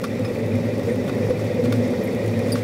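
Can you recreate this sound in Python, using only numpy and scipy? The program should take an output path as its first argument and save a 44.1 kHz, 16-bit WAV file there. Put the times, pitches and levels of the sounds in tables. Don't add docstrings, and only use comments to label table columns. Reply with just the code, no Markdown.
import sys
import numpy as np
from scipy import signal
from scipy.fft import rfft, irfft, next_fast_len
from scipy.io import wavfile
from scipy.ndimage import uniform_filter1d, map_coordinates

SR = 44100
rng = np.random.default_rng(int(sys.argv[2]) if len(sys.argv) > 2 else 0)


def int16_out(signal):
    q = np.round(np.clip(np.atleast_2d(signal).T, -1, 1) * 32767)
    wavfile.write(sys.argv[1], SR, q.astype(np.int16))


def magnitude_from_level(level_db):
    exponent = np.asarray(level_db, float) / 20
    return 10 ** exponent


N = 115983
T = np.arange(N) / SR

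# f/Hz, density/dB per Hz
LOOSE_METAL = [(600, -16), (2000, 8), (5000, 1), (9000, 1), (15000, -2)]


def unit(x):
    return x / np.sqrt(np.mean(x ** 2) + 1e-20)


def along(points, hz):
    f, v = np.transpose(points)
    return np.interp(np.log(hz + 1), np.log(f + 1), v)


def wobble(rate):
    return map_coordinates(rng.standard_normal(9000), [T * rate])


def evened(x, seconds):
    power = np.abs(uniform_filter1d(x ** 2, int(seconds * SR)))
    return unit(x / np.sqrt(power + 1e-9))


def filtered(x, response):
    m = next_fast_len(N + SR // 2)
    return irfft(rfft(x, m) * response(np.fft.rfftfreq(m, 1 / SR)), m)[:N]


def resonances(modes):
    def response(f):
        total = 0
        for k, (centre, width, db) in enumerate(modes):
            damping = 1j * f * width
            total = total + (-1) ** k * magnitude_from_level(db) * damping / (centre * centre - f * f + damping)
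        return total
    return response


def coloured(points):
    return unit(filtered(rng.standard_normal(N), lambda f: magnitude_from_level(along(points, f))))


def wandering(hz, wander_hz, rate):
    return np.sqrt(2) * np.sin(2 * np.pi * np.cumsum(hz + wander_hz * wobble(rate)) / SR)


def strikes(times, levels_db, t60s):
    out, t = np.zeros(N), T[:6000]
    for s, db, t60 in zip(times, levels_db, t60s):
        i = int(s * SR)
        rise = 1 - magnitude_from_level(-60 * t / (0.23 * t60))
        out[i:i + 6000] += (magnitude_from_level(db - 60 * t / t60) * rise)[:max(N - i, 0)]
    return out


def swell(s, length, rise):
    u = np.clip((T - s) / length, 0, 3)
    return (1 - np.exp(-u / rise)) * np.exp(-1.6 * u ** 1.7) * (u < 3)


def bursts(rows, rise):
    out = np.zeros(N)
    for s, n, db, hz in rows:
        u = T - s
        tone = np.sin(2 * np.pi * hz * u * (1 + rise * u / n / 2))
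        out += magnitude_from_level(db + 3.5) * np.exp(-(u / n) ** 2) * tone
    return out


def frame_rumble():
    # f/Hz, width/Hz, level/dB
    frame_modes = [(112, 34, -6.5), (250, 83, -7), (166, 59, -13), (329.5, 53, -13.5), (429, 69.6, -6),
                   (511, 46.7, -2.5), (587.4, 36.2, -7), (765, 225, -19.5)]

    def transfer(f):
        band = 1 / np.sqrt((1 + (f / 680) ** 8) * (1 + (88 / (f + 1)) ** 10)) + 0.12
        return resonances(frame_modes)(f) * band

    roughness = rng.standard_normal(N) * magnitude_from_level(0.52 * wobble(24.27))
    return evened(unit(filtered(roughness, transfer)), 0.099)


def floor_panel():
    panel_hz, width_hz = 246, 61
    skin = resonances([(panel_hz, width_hz, 0)])
    shaken = unit(filtered(rng.standard_normal(N), lambda f: skin(f) ** 2))
    return unit(shaken + wandering(panel_hz, 7.54, 13))


def axle(base_db):
    # t/s, length/s, level/dB
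    heaves = [(0.213, 0.041, -21), (0.429, 0.041, -30), (0.534, 0.051, -25), (0.654, 0.041, -25),
              (0.728, 0.06, -24), (0.84, 0.028, -31.5), (0.946, 0.029, -26), (1.199, 0.045, -26),
              (1.245, 0.089, -23.5), (1.442, 0.037, -27.5), (1.61, 0.026, -31), (1.7, 0.079, -31),
              (1.77, 0.085, -23.5), (2.123, 0.036, -35), (2.199, 0.022, -31), (2.25, 0.08, -29),
              (2.37, 0.045, -27), (2.5, 0.041, -27), (2.594, 0.029, -33)]
    swells = np.zeros(N)
    for s, n, db in heaves:
        swells += magnitude_from_level(db - 6) * np.exp(-((T - s - n / 2) / (0.56 * n)) ** 4)
    return (magnitude_from_level(base_db - 2 * wobble(6.4)) + swells) * wandering(108.4, 2.93, 12)


def wheel_rims():
    # f/Hz, width/Hz, level/dB
    rim_modes = [(1889, 80, 3), (2008, 47, 2), (2130, 127, 0.5), (2400, 44, -6), (2389, 82, 1),
                 (2596, 9.2, 3), (3230, 95, -16.5), (3507, 64, -6.5), (3768, 75, -6), (4490, 350, -14),
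                 (5420, 650, -13.5)]
    rims = np.zeros(N)
    for mode in rim_modes:
        roughness = rng.standard_normal(N) * magnitude_from_level(3 * wobble(45.05))
        rims += filtered(roughness, resonances([mode]))
    return evened(unit(rims), 0.3)


def tread_hiss():
    # f/Hz, density/dB per Hz
    hiss_spectrum = [(18, -115), (30, -25), (103, 33), (231, -22), (333, -13), (506, -0.5), (693, -17),
                     (2030, -29.5), (15600, -47)]
    return unit(filtered(coloured(hiss_spectrum), lambda f: 1 / np.sqrt(1 + (664 / (f + 1)) ** 6)))


def track_bed():
    bed = resonances([(50.5, 70, 0)])
    return unit(filtered(rng.standard_normal(N), lambda f: bed(f) ** 2))


def rolling():
    # t/s, wheel load/dB, floor panel level/dB, axle level/dB
    drive_rows = [(0, -30, -23, -39), (.05, -29.5, -28.5, -35), (.23, -27, -21, -30), (.36, -27, -39, -31),
                  (.5, -27, -22, -24.5), (.7, -27, -26, -30.5), (1.05, -26.5, -24.5, -31.5),
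                  (1.29, -25.5, -31, -31), (1.35, -27, -26, -28), (1.48, -26, -33, -28),
                  (1.59, -26.5, -34, -30), (1.66, -25.5, -25, -22), (1.78, -25.5, -28, -22.5),
                  (1.97, -25, -27.5, -34), (2.28, -26, -63, -22), (2.45, -25.5, -23, -28),
                  (2.56, -26, -26, -31), (2.63, -29.5, -35, -23)]
    s, *drives = np.transpose(drive_rows)
    load_db, panel_db, axle_db = (np.interp(T, s, d) for d in drives)
    body = magnitude_from_level(load_db + 1.92) * frame_rumble() + magnitude_from_level(panel_db - 6.5) * floor_panel() + axle(axle_db - 6.5)
    shake = magnitude_from_level(0.67 * (load_db - load_db.mean()) + 0.37 * wobble(9.08))
    wheels = shake * (magnitude_from_level(-42) * wheel_rims() + magnitude_from_level(-38.5) * tread_hiss())
    return body + wheels + magnitude_from_level(-52) * track_bed()


def rattles():
    per_s, floor_db, spread_db, t60 = 60, -52, 2.5, 0.029
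    gaps, sizes, lengths = rng.exponential(size=(300, 3)).T
    times = np.cumsum(gaps) / per_s
    levels_db = floor_db + spread_db * np.minimum(sizes, 2.5)
    return strikes(times, levels_db, t60 * (.5 + lengths)) * coloured(LOOSE_METAL)


def clacks():
    # t/s, peak level/dB, knock peak level/dB, t60/s
    clack_rows = [(.0135, -35, -53, 0.046), (.034, -35, -36, 0.026), (0.0397, -23.5, -28.5, 0.017),
                  (0.048, -41, -37, .03), (0.194, -30, -48, 0.011), (0.246, -38, -37, 0.028),
                  (.733, -43, -44, 0.056), (0.793, -37, -39, 0.043), (0.956, -37, -44, .04),
                  (1.077, -36, -38, .035), (1.084, -48, -40, .035), (1.093, -46, -32.5, .035),
                  (1.241, -47, -60, 0.044), (1.305, -42, -36.5, .035), (1.392, -44, -41, .035),
                  (1.654, -40, -36, .035), (1.723, -24, -28.5, 0.036), (1.737, -39, -41, .035),
                  (1.934, -56, -40, .035), (2.0235, -39, -81, 0.062), (2.259, -32.5, -63, 0.046),
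                  (2.276, -35, -54, 0.038), (2.3908, -30, -44, 0.036), (2.481, -38, -42, .04),
                  (2.499, -40, -55, .03), (2.553, -46, -31, .03)]
    # t/s, peak level/dB
    small_ticks = [(0.1087, -46), (0.1394, -52), (0.3017, -44), (0.3446, -43), (0.415, -53), (0.4594, -39),
                   (0.555, -36.5), (0.7791, -38), (0.8629, -42), (1.4696, -40), (1.8766, -38),
                   (1.9904, -42), (2.073, -36), (2.147, -34), (2.3114, -39)]
    # f/Hz, width/Hz, level/dB
    knock_modes = [(1125, 110, 4), (1364, 160, 4.5), (1700, 190, 2.5), (2590, 490, 0), (3570, 180, 2.5),
                   (4450, 720, -2.5)]
    # f/Hz, level/dB, t60/s
    hollow_modes = [(1137, 4, 0.031), (1400, 1.5, 0.036)]
    s, db, knock_db, t60 = np.transpose(clack_rows)
    small_s, small_db = np.transpose(small_ticks)
    tick_envelope = strikes(s, db - 3.5, t60) + strikes(small_s, small_db - 2, 0 * small_s + 0.032)
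    ticks = tick_envelope * coloured(LOOSE_METAL)

    def dying(level_db, decay_s):
        lag_s, rise_s = .0003, .0005
        slow = strikes(s + lag_s, level_db, 0 * s + decay_s)
        return slow - strikes(s + lag_s, level_db, 0 * s + 7 * rise_s)

    blows = rng.standard_normal(N)
    body = resonances(knock_modes)
    knocks = filtered(dying(knock_db + 2.5, .038) * blows, body) / np.std(filtered(blows, body))
    rings = sum(dying(knock_db - 0.5 + g, d) * wandering(hz, 39.0, 90) for hz, g, d in hollow_modes)
    return ticks + knocks + rings


def squeaks():
    # t/s, f/Hz
    squeak_starts = [(2.523, 4680), (2.52, 5050), (.248, 5150), (2.036, 11750), (2.053, 9450), (.92, 8950),
                     (1.295, 10750), (.048, 9350)]
    # length/s, level/dB, overtone level/dB
    squeak_sizes = [(.02, -33, -1), (.009, -33, -5), (.024, -42, -12), (.018, -44, -30), (.01, -50, -30),
                    (.018, -50, -30), (.014, -51, -30), (.012, -48, -30)]
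    sag, jitter, flutter_db = .002, .024, 1.8
    out = np.zeros(N)
    for (s, hz), (n, db, over_db) in zip(squeak_starts, squeak_sizes):
        pitch = 1 - sag * np.clip((T - s) / n - .5, -1, 2) + jitter * wobble(1400)
        turn = 2 * np.pi * np.cumsum(hz * pitch) / SR
        over = magnitude_from_level(over_db) * (np.sin(2 * turn) + magnitude_from_level(-10) * np.sin(3 * turn)) * (hz < 6000)
        level = magnitude_from_level(db + 6.0 + flutter_db * wobble(400))
        out += level * swell(s, n, 0.072) * (np.sin(turn) + over)
    return out


def rim_squeals():
    # t/s, f/Hz
    squeal_rows = [(.262, 2450), (.302, 1950), (.52, 2420), (.555, 2380), (.762, 1970), (.812, 2000),
                   (.897, 2060), (1.098, 2480), (1.23, 2430), (1.28, 2020), (1.52, 1900), (1.95, 1900),
                   (2.015, 1920), (2.22, 2420), (2.25, 1960), (2.34, 2450), (2.4, 2420), (2.465, 2440),
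                   (2.51, 1900)]
    half_length_s, level_db = 0.0056, -41
    sizes_db = 0.4 * rng.standard_normal(40)
    rows = [(s, half_length_s, level_db + d, hz) for (s, hz), d in zip(squeal_rows, sizes_db)]
    return bursts(rows, 0.018) * magnitude_from_level(2.6 * wobble(200))


def booms():
    # t/s, length/s, level/dB, f/Hz
    panel_surges = [(.393, .04, -23.5, 242), (.5, .025, -23, 227), (.535, 0.049, -19, 244),
                    (.63, .045, -21.5, 246), (.774, .036, -27, 240), (.889, .036, -24, 236),
                    (.97, .042, -27.5, 244), (1.113, .032, -21.5, 250), (1.157, .034, -22, 227),
                    (1.195, .03, -25.5, 238), (1.291, 0.025, -27.5, 240), (1.535, .04, -22.5, 237),
                    (1.625, 0.036, -17.5, 247), (1.668, .04, -17.5, 245), (1.732, .034, -19, 256),
                    (1.777, 0.048, -18, 238.7), (1.835, 0.0454, -22.5, 250), (1.893, .04, -20.5, 239),
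                    (1.945, 0.058, -25, 238), (2.056, .038, -26.5, 236), (2.145, .036, -22, 224),
                    (2.36, 0.059, -22, 233), (2.428, .03, -27, 249), (2.47, .036, -24, 250),
                    (2.535, .04, -21, 250)]
    # t/s, length/s, level/dB, f/Hz
    frame_jolts = [(0.501, 0.038, -22, 491), (0.756, 0.056, -25.5, 537), (0.866, 0.04, -20, 465),
                   (0.908, 0.04, -24, 490), (1.205, 0.048, -22, 496), (1.293, 0.034, -16, 493),
                   (1.481, 0.052, -23.5, 502), (1.582, 0.04, -20, 489), (1.616, 0.068, -19, 493.3),
                   (2.043, 0.038, -28, 473), (2.157, 0.06, -23, 500), (2.45, 0.052, -25.5, 532)]

    def boom(rows, gain_db):
        return bursts([(s + n / 2, 0.43 * n, db + gain_db, hz) for s, n, db, hz in rows], 0)

    return boom(panel_surges, -0.5) + boom(frame_jolts, -3.5) * magnitude_from_level(2.4 * wobble(130))


def scrapes():
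    stroke_starts = [.865, 1.076, 1.385, 1.635, 1.745, 2.44, 2.55]
    # length/s, level/dB
    stroke_sizes = [(0.057, -43.5), (0.037, -42), (0.052, -42), (0.034, -36.5), (0.034, -38.5), (0.19, -42),
                    (0.069, -41)]
    # f/Hz, density/dB per Hz
    scrape_spectrum = [(700, -16), (1500, 10), (5000, 3), (9000, -1.5), (15000, -8)]
    strokes = sum(magnitude_from_level(db) * swell(s, n, 0.16) for s, (n, db) in zip(stroke_starts, stroke_sizes))
    grain = magnitude_from_level(1.4 * wobble(250))
    return strokes * grain * coloured(scrape_spectrum)


def joint_thump():
    # f/Hz, level/dB, t60/s
    thump_tones = [(500, -12, .045), (230, -12, .05), (110, -19, .1)]
    u = np.maximum(T - 1.3005, 0)
    thump = sum(magnitude_from_level(level - 60 * u / d) * np.sin(2 * np.pi * hz * u) for hz, level, d in thump_tones)
    return thump * (1 - np.exp(-u / 0.0015))


def scene():
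    steady = rolling() + rattles()
    events = clacks() + squeaks() + rim_squeals() + booms() + scrapes() + joint_thump()
    return (steady + events)[None]


def top_cut(x):
    return signal.sosfilt(signal.butter(12, 15760, fs=SR, output="sos"), x)


def record(dry):
    mix = filtered(dry[0], lambda f: f < 15740)[None]
    return top_cut(mix)


dry = scene()
out = record(dry)
int16_out(out)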